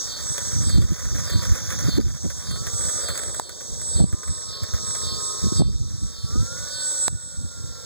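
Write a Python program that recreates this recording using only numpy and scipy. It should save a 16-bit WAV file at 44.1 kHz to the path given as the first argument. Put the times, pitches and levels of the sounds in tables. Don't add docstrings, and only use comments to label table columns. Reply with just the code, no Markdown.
import sys
import numpy as np
from scipy import signal
from scipy.fft import rfft, irfft, next_fast_len
from scipy.io import wavfile
from scipy.ndimage import uniform_filter1d

SR = 44100
rng = np.random.default_rng(int(sys.argv[2]) if len(sys.argv) > 2 else 0)


def waveform_to_disk(signal):
    frames = np.transpose(np.atleast_2d(signal))
    scaled = np.clip(frames, -1, 1) * 32767
    samples = np.round(scaled).astype(np.int16)
    wavfile.write(sys.argv[1], SR, samples)


N = 346185
TIME_S = np.arange(N) / SR


# t/s, f/Hz
SHAFT_HZ = [(0.0, 31.3), (0.2, 31.0), (0.43, 27.3), (0.74, 33.3), (0.88, 29.6), (1.142, 30.4),
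            (1.287, 27.6), (1.5, 26.3), (2.06, 14.6), (2.315, 23.3), (2.504, 29.6), (2.7, 32.5),
            (3.03, 34.3), (3.5, 26.6), (3.836, 25.2), (4.141, 28.7), (4.4, 30.3), (5.328, 29.9),
            (6.3, 31.8), (6.42, 37.4), (6.605, 40.6), (6.785, 41.7), (7.847, 37.9)]
# t/s, level/dB
HUM_DB = [(0.0, -54), (0.45, -50.5), (0.8, -54), (1.1, -50), (1.38, -44), (1.55, -54), (2.25, -58),
          (2.42, -48), (2.58, -43), (3.1, -44), (3.45, -51.5), (3.9, -60), (4.12, -39.5), (4.4, -41),
          (5.0, -40.5), (5.46, -40.5), (5.8, -50), (6.24, -46.5), (6.34, -35.5), (6.5, -38), (6.65, -39),
          (7.0, -43), (7.85, -41.5)]
# multiple of shaft rate, level/dB slow, level/dB fast
HUM_ORDERS = [(12, -9, -9.5), (13, -19, -6.5), (14, -4.5, -7), (16, -8, -24), (24, -30, -21),
              (28, -27, -14), (36, -3.5, -3), (42, -3.5, -16)]
# t/s, f/Hz
SWITCHING_HZ = [(0, 7792), (.95, 7820), (2, 7822), (2.8, 7794), (4.4, 7780), (6.3, 7776), (6.7, 7764),
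                (7.85, 7761)]
# t/s, level/dB
WHISTLE_DB = [(0.0, -33), (0.42, -28.5), (0.7, -30.5), (0.87, -36), (1.35, -34.5), (1.68, -48), (1.96, -64),
              (2.1, -40), (2.38, -29), (2.5, -39), (2.62, -30), (2.9, -22), (3.2, -26.5), (3.35, -30.5),
              (3.47, -33), (3.58, -32), (3.72, -32), (3.95, -20.5), (4.12, -26), (4.25, -21), (4.4, -22.5),
              (4.55, -32), (4.75, -31), (4.9, -25), (5.03, -22.5), (5.14, -31.5), (5.28, -29),
              (5.74, -29.5), (5.95, -35), (6.44, -33), (6.75, -24.5), (7.05, -17), (7.28, -22),
              (7.6, -30.5), (7.84, -39)]
# offset in shaft multiples, level/dB
ROTOR_SIDEBANDS = [(-21, -51), (4, -54), (14, -57), (42, -53)]
# t/s, level/dB
SIDEBAND_DB = [(0, -13), (1.9, -17), (2.3, 10), (3, 1), (4, -2), (4.5, -8), (6.2, 3), (6.8, 1), (7.85, -4)]
# t/s, level/dB
NEARNESS_DB = [(0, -23), (2.0, -9.5), (3.2, 3.5), (4.2, 3), (5.5, -3.5), (6.7, -17), (7.85, -8.5)]
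# f/Hz, level/dB
WASH_COLOUR = [(200, -9), (360, 3.5), (480, 6.5), (620, 2.5), (850, -9.5), (2000, -53), (4000, -90)]
# t/s, level/dB
ROLL_DB = [(0.0, -46), (0.45, -42.5), (1.0, -39), (1.9, -38), (2.5, -43.5), (3.15, -41.5), (3.7, -53),
           (4.25, -45), (4.95, -45.5), (5.3, -51), (6.2, -50), (6.9, -48.5), (7.85, -50)]
# f/Hz, width/Hz, level/dB
AIRFRAME_MODES = [(541, 122, 16.5), (1216, 376, 9), (1472, 146, 9.5), (1710, 310, 7.5), (2040, 150, -53),
                  (3355, 180, 9.5), (7640, 1700, 7.5), (16300, 5300, 1.5)]
# t/s, undercarriage clack level/dB, sharp snap level/dB
GRIT_JOLTS = [(0.3799, -27.5, -23), (0.694, -31.5, -37), (0.817, -29, -38), (0.993, -36, -35),
              (1.1957, -33, -52), (1.4516, -30.5, -39), (1.556, -30, -35), (1.704, -33, -25),
              (2.3014, -30, -27), (2.51, -31, -29), (2.667, -29, -24), (2.8863, -33, -40),
              (3.085, -27.5, -50), (3.155, -33, -35), (3.176, -34, -19), (3.191, -33.5, -28),
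              (3.235, -40, -23.5), (3.343, -34.5, -42), (3.493, -32, -24), (3.607, -34.5, -41),
              (3.813, -38.5, -31), (4.125, -27, -41), (4.2322, -28, -44), (4.276, -31, -43.5),
              (4.6328, -29, -39), (4.736, -29, -43), (4.949, -28, -37)]
# f/Hz, level/dB
SNAP_COLOUR = [(800, -19), (3000, -2), (7000, 8), (15000, -8)]
# middle t/s, rise in level/dB
CICADA_ACCENTS = [(0.137, 10.5), (0.742, 13), (1.34, 13), (1.937, 12.5), (2.523, 12.5), (3.099, 11.5),
                  (3.46, 6.5), (3.99, 7.5), (4.556, 15.5), (5.098, 14.5), (5.625, 14.5), (6.195, 10.5),
                  (6.769, 13)]
# multiple of click rate, level/dB
DRUM_PARTIALS = [(9, -11), (10, -3.5), (11, -11), (12, -8), (13, -6), (14, -20)]
# t/s, level/dB
RASP_DB = [(0.0, -25.5), (0.2, -33.5), (0.55, -28), (0.87, -35.5), (1.15, -28.5), (1.8, -32), (2.3, -30),
           (2.6, -35), (3.0, -28.5), (3.22, -42), (3.55, -36), (3.85, -33.5), (4.15, -30), (4.55, -30),
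           (4.9, -31), (5.3, -33.5), (6.2, -33), (6.9, -35), (7.85, -50)]
# offset from centre f/Hz, level/dB
BELLY_SHAPE = [(20, 6.5), (250, -1), (500, -7), (900, -7.5), (1500, -40.5), (2200, -54)]
# multiple of click rate, level/dB against the rasp
SINGING_PARTIALS = [(16, -14), (17, -8), (18, -8), (19, -11.5), (20, -23.5)]
# t/s, level/dB
DRONE_DB = [(0, -59), (3.9, -46), (4.4, -33), (5.2, -36.5), (6.0, -39), (6.7, -40), (7.85, -40)]
# f/Hz, level/dB
FAR_COLOUR = [(3000, -56), (3520, -18), (3660, 0), (3830, -13), (4020, -6.5), (4400, -9.5), (4950, -11.5),
              (5120, -2.5), (5400, 2), (6500, -38)]
# t/s, level/dB
CHORUS_DB = [(0.0, -32), (1.0, -33.5), (1.7, -34), (2.9, -31), (3.22, -39), (3.5, -35.5), (4.4, -34),
             (5.0, -33), (5.8, -35), (7.15, -32.5), (7.85, -36.5)]
# f/Hz, level/dB
SIZZLE_COLOUR = [(2500, -78), (3300, -1.5), (4200, -2.5), (5000, 1), (5700, 7.5), (6400, 7), (7200, 4),
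                 (8400, -5.5), (10000, -12.5), (13000, -33), (15300, -10.5)]
# f/Hz, level/dB
RUSH_COLOUR = [(30, -1), (80, -13), (250, -1), (550, -2.5), (800, -7.5), (1400, -6.5), (2500, -37.5),
               (5000, -102), (15000, -9.5)]
# t/s, level/dB
BREEZE_DB = [(0.0, -40), (0.4, -35), (0.65, -18), (1.0, -27), (1.6, -26), (2.1, -26), (2.8, -26.5),
             (3.2, -45.5), (3.7, -29), (4.25, -27), (4.9, -33), (5.3, -35.5), (5.75, -13), (6.25, -27),
             (6.8, -38), (7.25, -31.5), (7.85, -36.5)]
# t/s, half length/s, level/dB
WIND_GUSTS = [(0.213, 0.014, -36), (0.317, 0.012, -38), (0.539, 0.031, -20.5), (0.676, 0.018, -16),
              (0.798, 0.052, -10.5), (0.917, 0.013, -7), (1.065, 0.028, -20.5), (1.131, 0.024, -17),
              (1.364, 0.03, -19), (1.498, 0.037, -15.5), (1.67, 0.041, -33), (1.857, 0.031, -14.5),
              (2.045, 0.084, -10.5), (2.268, 0.033, -13.5), (2.533, 0.059, -26), (3.085, 0.04, -29),
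              (3.3, 0.12, -33), (3.723, 0.034, -33), (3.83, 0.014, -35), (4.026, 0.049, -7.5),
              (4.142, 0.011, -5.5), (4.299, 0.022, -10), (4.484, 0.018, -38), (4.63, 0.02, -21),
              (4.75, 0.019, -18), (4.887, 0.02, -31), (5.083, 0.061, -31), (5.461, 0.021, -8),
              (5.629, 0.066, -10), (5.916, 0.032, -18.5), (6.042, 0.031, -16.5), (6.252, 0.0099, -24),
              (6.381, 0.045, -8.5), (7.133, 0.034, -10.5), (7.422, 0.036, -11), (7.606, 0.054, -21.5),
              (7.69, 0.028, -28.5)]
# t/s, flap level/dB, half length/s, brighter slap level/dB
WIND_BUFFETS = [(0.784, -12, .009, -42), (1.887, -14, 0.0075, -36), (1.991, -7.5, 0.013, -30.5),
                (2.255, -13.5, 0.013, -31.5), (4.007, -10.5, 0.015, -28.5), (4.043, -2, 0.0049, -25),
                (5.465, -22.5, .006, -44), (5.526, -14.5, .004, -42), (5.605, -6.5, 0.0082, -29),
                (5.619, -4, 0.0041, -13.5), (6.36, -18.5, 0.0081, -39)]
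# f/Hz, level/dB
RUMBLE_COLOUR = [(20, -36), (30, -30), (45, 2.5), (60, 6), (100, 2), (160, -6.5), (250, -16.5),
                 (400, -25.5), (700, -55.5), (1500, -78)]
# f/Hz, level/dB
FLAP_COLOUR = [(50, -88), (150, 13.0), (300, 1.0), (500, -14.5), (900, -42), (5000, -86)]
SLAP_COLOUR = [(200, -20), (420, 3.5), (650, -5), (1000, -20), (2200, -37), (5000, -85)]
# t/s, thump level/dB, thump f/Hz, decay length/s, click level/dB
CAMERA_KNOCKS = [(3.3975, -9.5, 900, .002, -20), (7.081, -5, 900, .0011, -5.5)]
# f/Hz, level/dB
CASE_MODES = [(1600, -7), (4000, -3), (4950, -5), (6300, -3), (7550, -2), (9400, -12)]
# f/Hz, left minus right level/dB
STEREO_BALANCE = [(200, -2), (400, 0), (700, 1), (1300, -1.5), (2000, -5.5), (2500, 0), (3000, 0),
                  (3450, -3.5), (4400, -1.2), (5500, -1.5), (6100, -3.5), (7900, -3.2), (9200, -2),
                  (10000, -.3)]

TAXI_HZ = 30
CICADA_DB = -47
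SWELL_S, ACCENT_S, BELLY_LAG_S = 0.089, .085, .012
PORT_LAG_SAMPLES, WASH_LAG_SAMPLES = 16, 27
LIMIT_DB, SENSE_S, RECOVER_DB_PER_S, REACT_S = -24.5, 0.0022, 10, .00025
TOP_HZ = 15400


def undb(db):
    return 10 ** (np.asarray(db) / 20)


def curve(table):
    return np.interp(TIME_S, *np.transpose(table))


def unit(x):
    return x / np.sqrt(np.mean(x ** 2))


def even(x, size):
    return x / np.sqrt(uniform_filter1d(x ** 2, size=size))


def walk(rate_hz):
    hold = max(int(SR / rate_hz), 1)
    steps = np.repeat(rng.standard_normal(N // hold + 1), hold)
    return unit(uniform_filter1d(uniform_filter1d(steps, hold), hold)[:N])


def noise(colour):
    size = next_fast_len(N)
    hz, db = np.transpose(colour)
    gain = undb(np.interp(np.log(np.fft.rfftfreq(size, 1 / SR) + 1), np.log(hz), db))
    return unit(irfft(rfft(rng.standard_normal(size)) * gain, size)[:N])


def ring(x, hz, width_hz):
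    return signal.lfilter(*signal.iirpeak(min(hz, SR / 2 - 1), hz / width_hz, fs=SR), x)


def turn(hz):
    return 2 * np.pi * np.cumsum(hz) / SR


def bump(t_s, half_s, order=2):
    return np.exp(-np.minimum(np.abs(TIME_S - t_s) / half_s, 6) ** order)


def fade(x, decay_s):
    return signal.lfilter([1], [1, -np.exp(-1 / (decay_s * SR))], x)


def ports(x, lag_samples=PORT_LAG_SAMPLES):
    return np.array([x, -np.roll(x, lag_samples)])


def motor(whistle_db=-2.5, fading_db=3.0, flutter_db=2.5, slow_hz=32, fast_hz=38, chop=0.16):
    speed_hz = curve(SHAFT_HZ)
    shaft = turn(speed_hz * (1 + .0015 * walk(25) + .003 * walk(250)))
    fast = np.clip((speed_hz - slow_hz) / (fast_hz - slow_hz), 0, 1)
    hum = 0
    for order, slow_db, fast_db in HUM_ORDERS:
        db = slow_db + fast * (fast_db - slow_db) + 2 * walk(30)
        hum = hum + undb(db) * np.sin(order * shaft + rng.uniform(0, 2 * np.pi))
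    hum = hum * (1 + .12 * np.cos(shaft) + .15 * walk(200))

    switching = turn(curve(SWITCHING_HZ) + 0.6 * walk(9.9))
    whistle_gain = undb(curve(WHISTLE_DB) + whistle_db + fading_db * walk(14))
    whistle = np.sin(switching) * (1 + chop * np.cos(2 * shaft)) * whistle_gain
    sidebands = 0
    for offset, db in ROTOR_SIDEBANDS:
        sidebands = sidebands + undb(db + flutter_db * walk(17)) * np.sin(switching + offset * shaft)
    return hum * undb(curve(HUM_DB)) + whistle + sidebands * undb(curve(SIDEBAND_DB))


def propeller(wash_db=-48, chop=0.36, db_per_octave=14):
    speed_hz = curve(SHAFT_HZ)
    blades = 1 + chop * np.cos(2 * turn(speed_hz))
    speed_db = db_per_octave * np.log2(speed_hz / TAXI_HZ)
    return noise(WASH_COLOUR) * blades * undb(wash_db + speed_db + curve(NEARNESS_DB))


def airframe(push):
    return sum(undb(db) * ring(push, hz, width_hz) for hz, width_hz, db in AIRFRAME_MODES)


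def wheels(roll_db=1.5, bumps_per_s=260, scatter_db=3.0, grit_s=0.0084, jolt_s=0.01, snap_s=0.0023):
    bump_gain = undb(scatter_db * np.minimum(rng.exponential(size=N), 4))
    bumps = (rng.random(N) < bumps_per_s / SR) * bump_gain
    rolling = unit(airframe(fade(bumps, grit_s) * rng.standard_normal(N)))
    blows, snaps = np.zeros((2, N))
    for t_s, clack_db, snap_db in GRIT_JOLTS:
        blows[int(t_s * SR)] = undb(clack_db)
        snaps[int(t_s * SR)] = undb(snap_db)
    clatter = airframe(fade(blows, jolt_s) * rng.standard_normal(N))
    return rolling * undb(curve(ROLL_DB) + roll_db) + clatter + fade(snaps, snap_s) * noise(SNAP_COLOUR)


def accents(half_s, order=2):
    return sum(bump(t_s + BELLY_LAG_S, half_s, order=order) for t_s, _ in CICADA_ACCENTS)


def cicada(click_hz=365, sag_hz=6.5, rough=.01, steadying=0.4526, high_hz=5850, low_hz=4330,
           cavity_width_hz=190, cavity_db=9, rasp_db=-5.0, rasp_dip_db=7.5, grain=0.49, flutter_db=1.5):
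    stretch = accents(ACCENT_S, order=3)
    swell_db = sum(db * bump(t_s, SWELL_S) for t_s, db in CICADA_ACCENTS)
    sag = sum(bump(t_s - .065, .03) - bump(t_s + 0.0542, .06) for t_s, _ in CICADA_ACCENTS)
    jitter = rough * (1 - steadying * stretch) * (walk(60) + 1.5 * walk(400))
    clicks = turn((click_hz + sag_hz * sag) * (1 + jitter))
    cavity_hz = high_hz + (low_hz - high_hz) * stretch

    def partial(multiple, db):
        tone = np.sin(multiple * clicks + rng.uniform(0, 2 * np.pi))
        return undb(db + flutter_db * walk(90)) * tone

    buzz = 0
    for multiple, db in DRUM_PARTIALS:
        detune = (multiple * click_hz - cavity_hz) / cavity_width_hz
        buzz = buzz + partial(multiple, db + cavity_db / (1 + detune ** 2))

    cavity = turn(cavity_hz)
    carrier = noise(BELLY_SHAPE) * np.sin(cavity) + noise(BELLY_SHAPE) * np.cos(cavity)
    rasp = unit(carrier * (1 + grain * np.cos(clicks)))
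    rasp = rasp + (1 - stretch) * sum(partial(multiple, db) for multiple, db in SINGING_PARTIALS)
    rasp_gain = undb(curve(RASP_DB) + rasp_db - rasp_dip_db * stretch + walk(70))
    return buzz * undb(CICADA_DB + swell_db) + rasp * rasp_gain


def far_cicada(flutter_db=1.0):
    return noise(FAR_COLOUR) * undb(curve(DRONE_DB) + flutter_db * walk(60))


def trees(chorus_db=-3.0, spread_db=-11, air_db=-8, around_air_db=-2.5, dip_db=6.0, dip_s=0.022):
    rush = undb(curve(CHORUS_DB))
    level = undb(curve(CHORUS_DB) - dip_db * accents(dip_s))
    sizzle = noise(SIZZLE_COLOUR) * undb(0.99 * walk(70))
    middle = level * sizzle + undb(air_db) * rush * noise(RUSH_COLOUR)
    around = np.array([level * noise(SIZZLE_COLOUR) + undb(around_air_db) * rush * noise(RUSH_COLOUR)
                       for _ in range(2)])
    return (ports(middle) + undb(spread_db) * around) * undb(chorus_db)


def wind(wind_db=-1.0, gusty_db=3.5, lull_db=2.25):
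    gusts = sum(undb(db) * bump(t_s, half_s) for t_s, half_s, db in WIND_GUSTS)
    strength = undb(curve(BREEZE_DB) + lull_db * walk(5.3)) + gusts
    eddies = unit(even(noise(RUMBLE_COLOUR), size=SR // 16) * undb(gusty_db * walk(60)))
    rumble = eddies * strength * undb(wind_db)
    flaps = sum(undb(db) * bump(t_s, half_s) for t_s, db, half_s, _ in WIND_BUFFETS)
    slaps = sum(undb(db) * bump(t_s, half_s) for t_s, _, half_s, db in WIND_BUFFETS)
    flap = even(noise(FLAP_COLOUR), size=SR // 100)
    slap = even(noise(SLAP_COLOUR), size=SR // 200)
    pressure = np.tanh(rumble) + flaps * flap + slaps * slap
    return signal.sosfilt(signal.butter(3, 1100, fs=SR, output="sos"), pressure)


def knocks():
    out = np.zeros(N)
    age_s = np.arange(SR // 20) / SR
    for t_s, thump_db, thump_hz, length_s, click_db in CAMERA_KNOCKS:
        thump = undb(thump_db) * np.sin(2 * np.pi * thump_hz * age_s)
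        case = sum(undb(db) * np.sin(2 * np.pi * hz * age_s) for hz, db in CASE_MODES)
        snap = case + .4 * rng.standard_normal(len(age_s))
        start = int(t_s * SR)
        decay = np.exp(-(age_s / length_s) ** 2)
        out[start:start + len(age_s)] += (thump + undb(click_db) * snap) * decay
    return out


def lean(pair):
    size = next_fast_len(N)
    db = np.interp(np.fft.rfftfreq(size, 1 / SR), *np.transpose(STEREO_BALANCE))
    return irfft(rfft(pair, size) * undb(np.array([db, -db]) / 2), size)[:, :N]


def gain_control(x):
    keep = np.exp(-1 / (SENSE_S * SR))
    power = signal.lfilter([1 - keep], [1, -keep], x.mean(axis=0) ** 2)
    over_db = np.maximum(10 * np.log10(power + 1e-12) - LIMIT_DB, 0)
    recovered_db = RECOVER_DB_PER_S * TIME_S
    duck_db = np.maximum.accumulate(over_db + recovered_db) - recovered_db
    return x * undb(-np.interp(TIME_S - REACT_S, TIME_S, duck_db))


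def scene():
    shared = motor() + wheels() + cicada() + far_cicada() + wind()
    pair = ports(shared) + ports(propeller(), WASH_LAG_SAMPLES) + trees() + ports(knocks())[::-1]
    return lean(pair)


def record(dry):
    clipped = np.clip(gain_control(dry), -.85, .85)
    return signal.sosfilt(signal.ellip(8, .2, 70, TOP_HZ, fs=SR, output="sos"), clipped)


dry = scene()
out = record(dry)
waveform_to_disk(out)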